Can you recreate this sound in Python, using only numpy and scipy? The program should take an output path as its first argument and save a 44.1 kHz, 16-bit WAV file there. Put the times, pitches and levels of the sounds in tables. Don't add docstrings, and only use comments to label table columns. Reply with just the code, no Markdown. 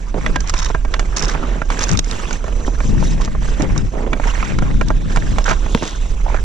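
import sys
import numpy as np
from scipy import signal
from scipy.fft import rfft, irfft, next_fast_len
from scipy.io import wavfile
from scipy.ndimage import uniform_filter1d, map_coordinates

SR = 44100
rng = np.random.default_rng(int(sys.argv[2]) if len(sys.argv) > 2 else 0)


def unload_wav(signal):
    wavfile.write(
        sys.argv[1],
        SR,
        np.round(np.clip(np.atleast_2d(signal).T, -1, 1) * 32767).astype(np.int16),
    )


N = 284001


def amp(db):
    return 10 ** (np.asarray(db) / 20)


def unit(x):
    return x / np.sqrt(np.mean(x ** 2) + 1e-20)


def wobble(rate):
    return map_coordinates(rng.standard_normal(int(N * rate / SR) + 4), [np.arange(N) * rate / SR])


def stroke(start, end, rise, fall):
    t = np.arange(N) / SR
    return np.clip((t - start) / rise + .5, 0, 1) * np.clip((end - t) / fall + .5, 0, 1)


def fade(t, t60):
    return np.exp(-np.log(1000) * t / t60)


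def filtered(x, response):
    n = x.shape[-1]
    padded = 2 * next_fast_len(n // 2 + 2048)
    return irfft(rfft(x, padded) * response(np.fft.rfftfreq(padded, 1 / SR)), padded)[..., :n]


def coloured(x, points):
    def response(hz):
        f, db = np.transpose(points)
        gain = amp(np.interp(np.log(hz + 1), np.log(f), db))
        cepstrum = irfft(np.log(gain))
        cepstrum[1:len(hz) - 1] *= 2
        cepstrum[len(hz):] = 0
        return np.exp(rfft(cepstrum))
    return filtered(x, response)


def resonance(f, hz, width_hz):
    return 1j * f * width_hz / (hz * hz - f * f + 1j * f * width_hz)


def swept(x, hz, width_hz):
    turn = np.exp(2j * np.pi * np.cumsum(hz) / SR)
    pole = np.exp(-np.pi * width_hz / SR)
    return 2 * np.real(turn * signal.lfilter([1 - pole], [1, -pole], x / turn))


def placed(pair, side_db, right_db):
    mid, side = pair[0], amp(side_db) * pair[1]
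    lean = unit(amp([[-right_db / 2], [right_db / 2]]))
    return np.array([mid + side, mid - side]) * lean / np.hypot(1, amp(side_db))


def add(track, s, sound):
    part = track[:, max(round(s * SR), 0):][:, :sound.shape[1]]
    part += sound[:, :part.shape[1]]


def grains(rate, spread_db, t60, bed_db):
    noise = rng.standard_normal((2, N))
    sizes = (rng.random(N) < rate / SR) * amp(spread_db * np.minimum(rng.standard_normal(N), 2))
    power = signal.lfilter([1], [1, -amp(-2 * 60 / (t60 * SR))], sizes ** 2)
    return noise * np.sqrt(power / power.mean() + amp(bed_db) ** 2)


def speckled(x, depth_db):
    spectrum = signal.stft(x, nperseg=256)[2]
    patches = uniform_filter1d(rng.standard_normal(spectrum.shape[1:]), size=3, axis=0)
    patches = uniform_filter1d(patches, size=4, axis=1)
    return signal.istft(spectrum * amp(depth_db * unit(patches)), nperseg=256)[1][:, :N]


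def burst(t, tone, t60, rise=0.00023):
    x = coloured(rng.standard_normal((2, len(t))) * fade(t, t60) * (1 - np.exp(-t / rise)), tone)
    return np.array([unit(x[0]), unit(x[1])])


def ring(t, modes):
    hz, db, t60 = np.transpose(modes)[:, :, None]
    hz = hz * (1 + 0.008 * rng.standard_normal(hz.shape))
    strength = amp(db + 1.5 * rng.standard_normal(hz.shape))
    phase = 2 * np.pi * rng.random((2, len(hz), 1))
    return unit(np.sum(strength * fade(t, t60) * np.sin(2 * np.pi * hz * t + phase), axis=1))


# (frequency [Hz], relative level [dB])
RUMBLE_TONE = [(8, -9), (20, -8.5), (33, 3.5), (45, -2.5), (62, -14.5), (100, -23.5), (200, -55.5),
               (500, -83.5)]
SWIRL_TONE = [(30, 1), (70, -1.5), (120, 2.5), (200, -2.5), (300, -10.5), (500, -26.5), (1000, -41),
              (3000, -74)]
# (start [s], end [s], drop [dB])
LULLS = [(-.05, 0.226, 4), (1.117, 1.9, 1.5), (1.905, 2.493, 4.5), (3.695, 4.137, 3), (4.432, 4.544, 10.5),
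         (5.77, 5.981, 11)]
# (start [s], end [s], level [dB])
GUSTS = [(0.217, 0.402, -20), (1.906, 1.997, -10), (2.857, 2.996, -11), (2.978, 3.156, -14.5),
         (3.166, 3.55, -23.5), (3.59, 3.868, -15), (4.388, 4.6, -21), (4.512, 4.95, -15.5),
         (4.97, 5.378, -19.5), (5.502, 5.513, -8)]


def wind():
    t = np.arange(N) / SR
    lull_db = sum(drop_db * stroke(start, end, rise=0.084, fall=0.034) for start, end, drop_db in LULLS)
    rumble_db = -16 + 0.17 * t - lull_db + 0.5 * wobble(11)
    air = coloured(rng.standard_normal((2, N)), RUMBLE_TONE)
    air /= np.sqrt(np.abs(uniform_filter1d(air[0] ** 2, size=9000)) + 1e-12)
    rumble = amp(rumble_db) * placed(air, side_db=-20, right_db=5.5)
    swirls = unit(coloured(rng.standard_normal((2, N)) * amp(0.93 * wobble(45)), SWIRL_TONE))
    gusts = sum(amp(db) * stroke(start, end, rise=0.047, fall=0.077) for start, end, db in GUSTS)
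    return rumble + swirls * (amp(-35.5) + gusts * amp([[0], [-24]]))


# (start [s], end [s], level [dB], pitch [Hz], resonance width [Hz])
SIZZLES = [(2.46, 2.852, -47, 6000, 380), (2.85, 3.846, -45.5, 1920, 895), (4.18, 6.124, -51.5, 3600, 900),
           (5.7, 5.967, -39.5, 3500, 1200)]


def edge_sizzle():
    out = np.zeros((2, N))
    for start, end, db, hz, width_hz in SIZZLES:
        sizzle = unit(filtered(rng.standard_normal((2, N)), lambda f: resonance(f, hz, width_hz) ** 2))
        out += amp(db) * stroke(start, end, rise=0.23, fall=0.089) * sizzle
    return placed(out, side_db=-28, right_db=-3)


# (pitch [Hz], width [Hz], relative level [dB])
STEEL_RINGS = [(3730, 61, 7), (4500, 67, 0), (5340, 45, 4.5), (5630, 180, 0), (6300, 73, 1.5),
               (7250, 49, 2)]


def steel(x, ring_db):
    def response(f):
        return 1 + amp(ring_db) * sum(amp(db) * resonance(f, hz, width) for hz, width, db in STEEL_RINGS)
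    return filtered(x, response)


# (frequency [Hz], relative level [dB])
HISS_TONE = [(1200, -48), (2600, 4), (3600, 0.5), (4600, -2), (5400, 1), (6200, 5), (7600, -1), (9000, -12),
             (10800, -19), (12200, -24), (15000, -50)]
# (start [s], end [s], level [dB])
TURNS = [(2.662, 2.682, -33), (2.824, 2.917, -40.5), (2.993, 3.042, -41), (3.038, 3.087, -35),
         (3.1, 3.148, -35), (3.45, 3.476, -41), (3.598, 3.645, -40)]


def snow_swishes():
    hiss = speckled(coloured(rng.standard_normal((2, N)), HISS_TONE), depth_db=5)
    snow = unit(steel(hiss, ring_db=-5))
    turns = sum(amp(db) * stroke(start, end, rise=0.015, fall=0.025) for start, end, db in TURNS)
    return placed(turns * snow, side_db=-17, right_db=0.5)


# (start [s], end [s], relative level [dB], chatter boost [dB], hiss boost [dB])
STRIDES = [(0.158, 0.36, -32.5, 1.5, -10), (0.393, 0.78, -34.5, -10, -10), (0.894, 1.156, -36.5, 1, -10),
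           (1.151, 1.366, -27.5, -1, -16), (1.36, 1.61, -31.5, 4, -15), (1.699, 1.96, -27.5, -1.5, -8),
           (2.063, 2.382, -29.5, -1.5, -5.5), (2.455, 2.77, -39, 8, -5.5), (2.791, 3.276, -37.5, 4.5, -5),
           (3.403, 3.635, -34, -0.5, -6), (3.61, 3.663, -28.5, 6, -15), (3.67, 3.828, -34, 2, -9),
           (3.93, 4.175, -37.5, 11.5, -16), (4.224, 4.547, -27, -7.5, -9.5),
           (4.617, 4.748, -33.5, -0.5, -13), (5.086, 5.69, -34, 1, -5.5), (5.693, 5.928, -44.5, 12, 6.5),
           (5.912, 6.137, -41.5, -18, -2), (6.266, 6.408, -35, -2, -12)]


def stride_levels():
    t = np.arange(N) / SR
    growth_db_per_s, easing_db_per_s = 0.48, 7.5
    glide_db = np.array([[-42], [-43.5], [-48.5]]) + growth_db_per_s * t
    power = amp(glide_db) ** 2
    for start, end, db, chatter_db, hiss_db in STRIDES:
        eased_db = db - easing_db_per_s * np.clip(t - start, 0, 1)
        weight = stroke(start, end, rise=0.035, fall=0.041) * amp(eased_db)
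        power += (weight * amp([[chatter_db], [0], [hiss_db]])) ** 2
    return 10 * np.log10(power)


# (frequency [Hz], relative level [dB])
CHATTER_TONE = [(70, -21), (150, 4), (280, 0.5), (450, -1), (700, -6), (1100, -13), (3000, -74)]
CRUNCH_TONE = [(350, -31), (750, -1.5), (1050, 3.5), (1500, 2), (2300, -1.5), (3300, -12.5), (4600, -25),
               (9000, -82)]


def skate_glide():
    chatter_db, crunch_db, hiss_db = stride_levels()
    bumps = np.minimum(wobble(70), 1)
    grind = grains(rate=320, spread_db=1.5, t60=0.012, bed_db=-2)
    chatter = unit(coloured(grind, CHATTER_TONE))
    crumbs = grains(rate=600, spread_db=3.6, t60=0.009, bed_db=0)
    crunch = unit(speckled(coloured(crumbs, CRUNCH_TONE), depth_db=4.5))
    hiss = unit(speckled(coloured(rng.standard_normal((2, N)), HISS_TONE), depth_db=3.5))
    return (amp(chatter_db + 1 + 2 * bumps) * placed(chatter, side_db=-11, right_db=5.5)
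            + amp(crunch_db - 2.07 + 3.2 * bumps) * placed(crunch, side_db=-2, right_db=4.5)
            + amp(hiss_db + 1.6 * bumps) * placed(hiss, side_db=-11, right_db=3.5))


# (frequency [Hz], relative level [dB])
ICE_TONE = [(1500, 1), (2800, -4), (3700, -1.5), (4300, -0.5), (5300, 2), (6500, 5), (7600, -4),
            (8300, -8.5), (9500, -16.5), (12500, -30), (15500, -42)]
CRUST_TONE = [(500, -27), (950, 9.5), (1600, 5.5), (2700, 0), (3800, -1), (5000, -19), (9000, -39)]
# (start [s], end [s], relative level [dB], crunch boost [dB], judder depth [dB], steel ring [dB])
PUSHES = [(0.474, 0.516, -32.5, 3.5, 12.5, -2), (0.557, 0.696, -32.5, 5, 6.5, 10),
          (1.165, 1.247, -30, -2, 6.5, -1), (1.283, 1.327, -30.5, 6, -1.5, -5),
          (1.788, 1.85, -34, 8, 4, -15), (1.875, 1.973, -34, -19, 8, 4), (3.21, 3.244, -29, 3, 3.5, -8),
          (5.46, 5.529, -29, 6.5, -0.5, -12), (5.826, 5.902, -34, 2.5, 2, -14),
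          (1.367, 1.568, -50, 15.5, -1, -10)]


def edge_cuts():
    slips = np.minimum(wobble(130), 1.3)
    bite = coloured(grains(rate=520, spread_db=5.5, t60=0.002, bed_db=-4), ICE_TONE)
    crust = unit(speckled(coloured(rng.standard_normal((2, N)), CRUST_TONE), depth_db=3.5))
    out = np.zeros((2, N))
    for start, end, db, crunch_db, judder_db, ring_db in PUSHES:
        push = amp(db) * stroke(start, end, rise=0.0095, fall=0.063) * unit(amp(judder_db * slips))
        out += push * (amp(1.6) * unit(steel(bite, ring_db)) + amp(crunch_db - 3) * crust)
    return placed(out, side_db=-9, right_db=2.5)


# (time [s], relative level [dB], pitch [Hz])
FLAKES = [(0.4043, -13, 5730), (0.473, -20, 6000), (0.4949, -10.5, 7000), (0.578, -13, 5500),
          (0.588, -13.5, 3720), (0.6, -19, 5300), (.627, -18, 5400), (.645, -11.5, 6000),
          (1.1642, -8, 5400), (1.1685, -5.5, 6300), (1.182, -12, 5300), (1.1927, -10, 5500),
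          (1.2227, -9, 5100), (1.2354, -13, 5600), (1.253, -14, 5200), (1.2814, -16, 5500),
          (1.295, -16, 5400), (1.83, -8.5, 5660), (1.8373, -4.5, 6540), (1.891, -7.5, 5500),
          (1.913, -10.5, 5860), (1.9725, -8.5, 3800), (1.9903, -1.5, 3340), (2.043, -20.5, 7000),
          (2.111, -11.5, 3980), (2.328, -13.5, 7060), (3.6198, -14.5, 2190), (3.777, -11.5, 6200),
          (4.883, -18.5, 3800), (5.441, -15, 6000)]


def ice_chips():
    out, t = np.zeros((2, N)), np.arange(SR // 10) / SR
    snap_delay_s = 0.0029
    snap = unit(coloured(signal.unit_impulse(len(t)), ICE_TONE))
    for s, db, hz in FLAKES:
        crack = burst(t, ICE_TONE, t60=0.015, rise=0.0016)
        flake = unit(filtered(crack, lambda f: 1 + amp(3.5) * resonance(f, hz, width_hz=810)))
        add(out, s, amp(db - 25.5) * flake)
        add(out, s + snap_delay_s, amp(db - 30) * snap * rng.choice([-1, 1], size=(2, 1)))
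    return placed(steel(out, ring_db=-4), side_db=-1.5, right_db=5.5)


# (frequency [Hz], relative level [dB])
CLACK_TONE = [(200, -18.5), (600, 1.5), (1050, -4.5), (2400, -13), (3400, -20), (4400, -21.5), (10000, -68)]
# (start [s], end [s], relative level [dB], first pitch [Hz], last pitch [Hz])
SKIDS = [(0.154, 0.193, -29, 474, 477), (3.933, 4.077, -31.5, 400, 340), (4.426, 4.451, -30, 1230, 1300),
         (4.327, 4.541, -33, 1920, 2700), (5.457, 5.533, -24.5, 1460, 1460),
         (6.258, 6.338, -32.5, 780, 960), (6.357, 6.401, -30, 1500, 1620)]


def puck_skids():
    out, t = np.zeros((2, N)), np.arange(N) / SR
    rattle = coloured(grains(rate=130, spread_db=3, t60=0.015, bed_db=-8.5), CLACK_TONE)
    for start, end, db, from_hz, to_hz in SKIDS:
        pitch_hz = np.interp(t, [start, end], [from_hz, to_hz])
        hollow = unit(0.1 * rattle + swept(rattle, pitch_hz, width_hz=270))
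        out += amp(db + 3) * stroke(start, end, rise=0.025, fall=0.014) * hollow
    return placed(out, side_db=-12, right_db=10)


# (frequency [Hz], relative level [dB])
KNOCK_TONE = [(40, -10), (130, 5.5), (300, 5), (550, -2), (850, -2), (2000, -27), (6000, -79)]
SLAP_TONE = [(1000, -1), (3600, 1), (4600, -10), (7000, -14), (12000, -55)]
# (time [s], relative level [dB], pitch [Hz], slap boost [dB])
BLOWS = [(.142, -9.5, 185, -19), (0.161, -14, 434, -26), (0.179, -11.5, 365, -31), (0.702, -15, 430, -13),
         (3.599, -9, 267, -26), (5.823, -6, 280, -14), (5.831, -11, 201, -13)]


def thuds():
    out, t = np.zeros((2, N)), np.arange(SR // 10) / SR
    for s, db, hz, slap_db in BLOWS:
        low_tone = ring(t, [(hz, 0, 13 / hz)]) * (1 - np.exp(-t / 0.00086))
        knock = amp(1) * burst(t, KNOCK_TONE, t60=0.036)
        slap = amp(slap_db) * burst(t, SLAP_TONE, t60=0.018)
        add(out, s, amp(db - 21.5) * (low_tone + knock + slap))
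    return placed(out, side_db=-18, right_db=5.5)


# (pitch [Hz], relative level [dB], fade time [s])
STICK_RINGS = [(626, -2, 0.089), (1026, 1, 0.043), (1368, 6.5, 0.023), (1603, -7.5, 0.14), (1842, 4, 0.026),
               (2310, 2.5, 0.03), (2840, -2, 0.028), (3450, -5.5, 0.037)]
# (time [s], relative level [dB], main pitch [Hz], hardness [dB])
TOUCHES = [(0.2617, -20, 2000, 0.5), (.358, -18, 1010, 3), (.361, -25, 1640, 4),
           (0.5377, -21.5, 1820, 10.5), (.701, -26, 900, -9), (0.7469, -17.5, 1600, -7.5),
           (.849, -27, 816, -0.5), (0.9388, -20.5, 1870, 5.5), (.994, -21.5, 1190, 9.5),
           (1.3492, -21.5, 1100, -8), (1.617, -22, 1370, -4.5), (1.702, -22.5, 1135, 5),
           (2.308, -30, 1480, 12.5), (2.4405, -29, 583, 1), (2.4803, -30.5, 610, 1),
           (2.678, -23.5, 835, -11.5), (2.803, -24.5, 2300, -5), (3.0252, -24, 927, -7.5),
           (3.1996, -32, 1030, -10), (3.276, -29, 1180, -5), (3.35, -30, 1075, -8), (3.606, -24, 750, -3),
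           (3.7613, -27, 1135, -7), (4.1305, -19.5, 2325, -1), (4.198, -25, 620, -4),
           (4.2542, -27, 885, -11), (4.5862, -26, 1370, 9), (4.6218, -22, 970, -7.5),
           (4.8109, -18.5, 1370, -2.5), (4.9033, -19, 1012, -6.5), (5.16, -25.5, 1440, 12),
           (5.1708, -19.5, 985, -0.5), (5.3837, -20, 935, 5), (5.481, -26, 1460, -10),
           (5.495, -21, 1475, 0), (5.5123, -18, 1270, 3), (5.528, -28, 1510, 2),
           (5.6602, -26.5, 1030, -9.5), (5.774, -34, 2780, -2), (5.826, -31, 1100, -9),
           (5.8354, -38, 1200, 4), (6.3437, -23, 790, -5.5)]


def stick_taps():
    out, t = np.zeros((2, N)), np.arange(SR // 10) / SR
    for s, db, hz, hard_db in TOUCHES:
        tilt_db = 3.5 * np.log2(hz / STICK_RINGS[1][0])
        main_ring = ring(t, [(hz, 0, rng.uniform(0.015, 0.038))])
        modes = [(f, level + tilt_db * np.log2(f / hz), t60) for f, level, t60 in STICK_RINGS]
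        wood = amp(-6.5) * (ring(t, modes) + main_ring) * (1 - np.exp(-t / 0.0006))
        clack_tone = [(f, level + tilt_db * np.log2(f / hz)) for f, level in CLACK_TONE]
        clack = amp(-6) * burst(t, clack_tone, t60=0.033, rise=0.00074)
        knock = amp(-8.5 - 0.55 * hard_db - tilt_db) * burst(t, KNOCK_TONE, t60=0.037)
        cutoff_hz = min(3840 * 2 ** (hard_db / 6), SR / 3)
        lowpass = signal.butter(N=3, Wn=cutoff_hz, fs=SR, output="sos")
        body = signal.sosfilt(lowpass, wood + clack + knock)
        crack = amp(hard_db - 19) * burst(t, ICE_TONE, t60=0.023, rise=0.00085)
        add(out, s, amp(db - 4.5) * (body + crack))
        lead_in = burst(t, CLACK_TONE, t60=0.014)[:, ::-1]
        add(out, s - len(t) / SR, amp(db - 30) * lead_in)
    add(out, 0.361, amp(-36) * ring(t, [(1628, 0, 0.22)]))
    return placed(out, side_db=-14, right_db=6)


# (pitch [Hz], level [dB], fade time [s])
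SHAFT_RINGS = [(235, -2.5, 0.022), (447, -3.5, .024), (794, -12, 0.013)]


def shot():
    out, t = np.zeros((2, N)), np.arange(SR // 10) / SR
    shot_s, shaft_delay_s = 5.7482, 0.00248
    shaft = sum(amp(db) * fade(t, t60) * np.sin(2 * np.pi * hz * t) for hz, db, t60 in SHAFT_RINGS)
    add(out, shot_s, amp(-25.5) * burst(t, SLAP_TONE, t60=0.0067, rise=0.00035))
    add(out, shot_s + shaft_delay_s, shaft + amp(-30) * burst(t, KNOCK_TONE, t60=0.057))
    return placed(out, side_db=-26, right_db=0)


# (frequency [Hz], left's head start [radians])
LEFT_LEAD = [(300, -0.48), (700, 1.72), (900, 1), (2300, 1.3), (3500, -0.49), (4500, 1.36), (6000, -1.43),
             (9000, -1.66)]


def scene():
    skates = skate_glide() + edge_sizzle() + edge_cuts() + ice_chips()
    ice = skates + stick_taps() + puck_skids() + thuds() + shot() + snow_swishes()
    hz, lead = np.transpose(LEFT_LEAD)
    return wind() + filtered(ice, lambda f: np.exp(0.5j * np.outer([1, -1], np.interp(f, hz, lead))))


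def record(dry):
    return filtered(np.clip(dry, -1, 1), lambda hz: hz < 15200)


dry = scene()
out = record(dry)
unload_wav(out)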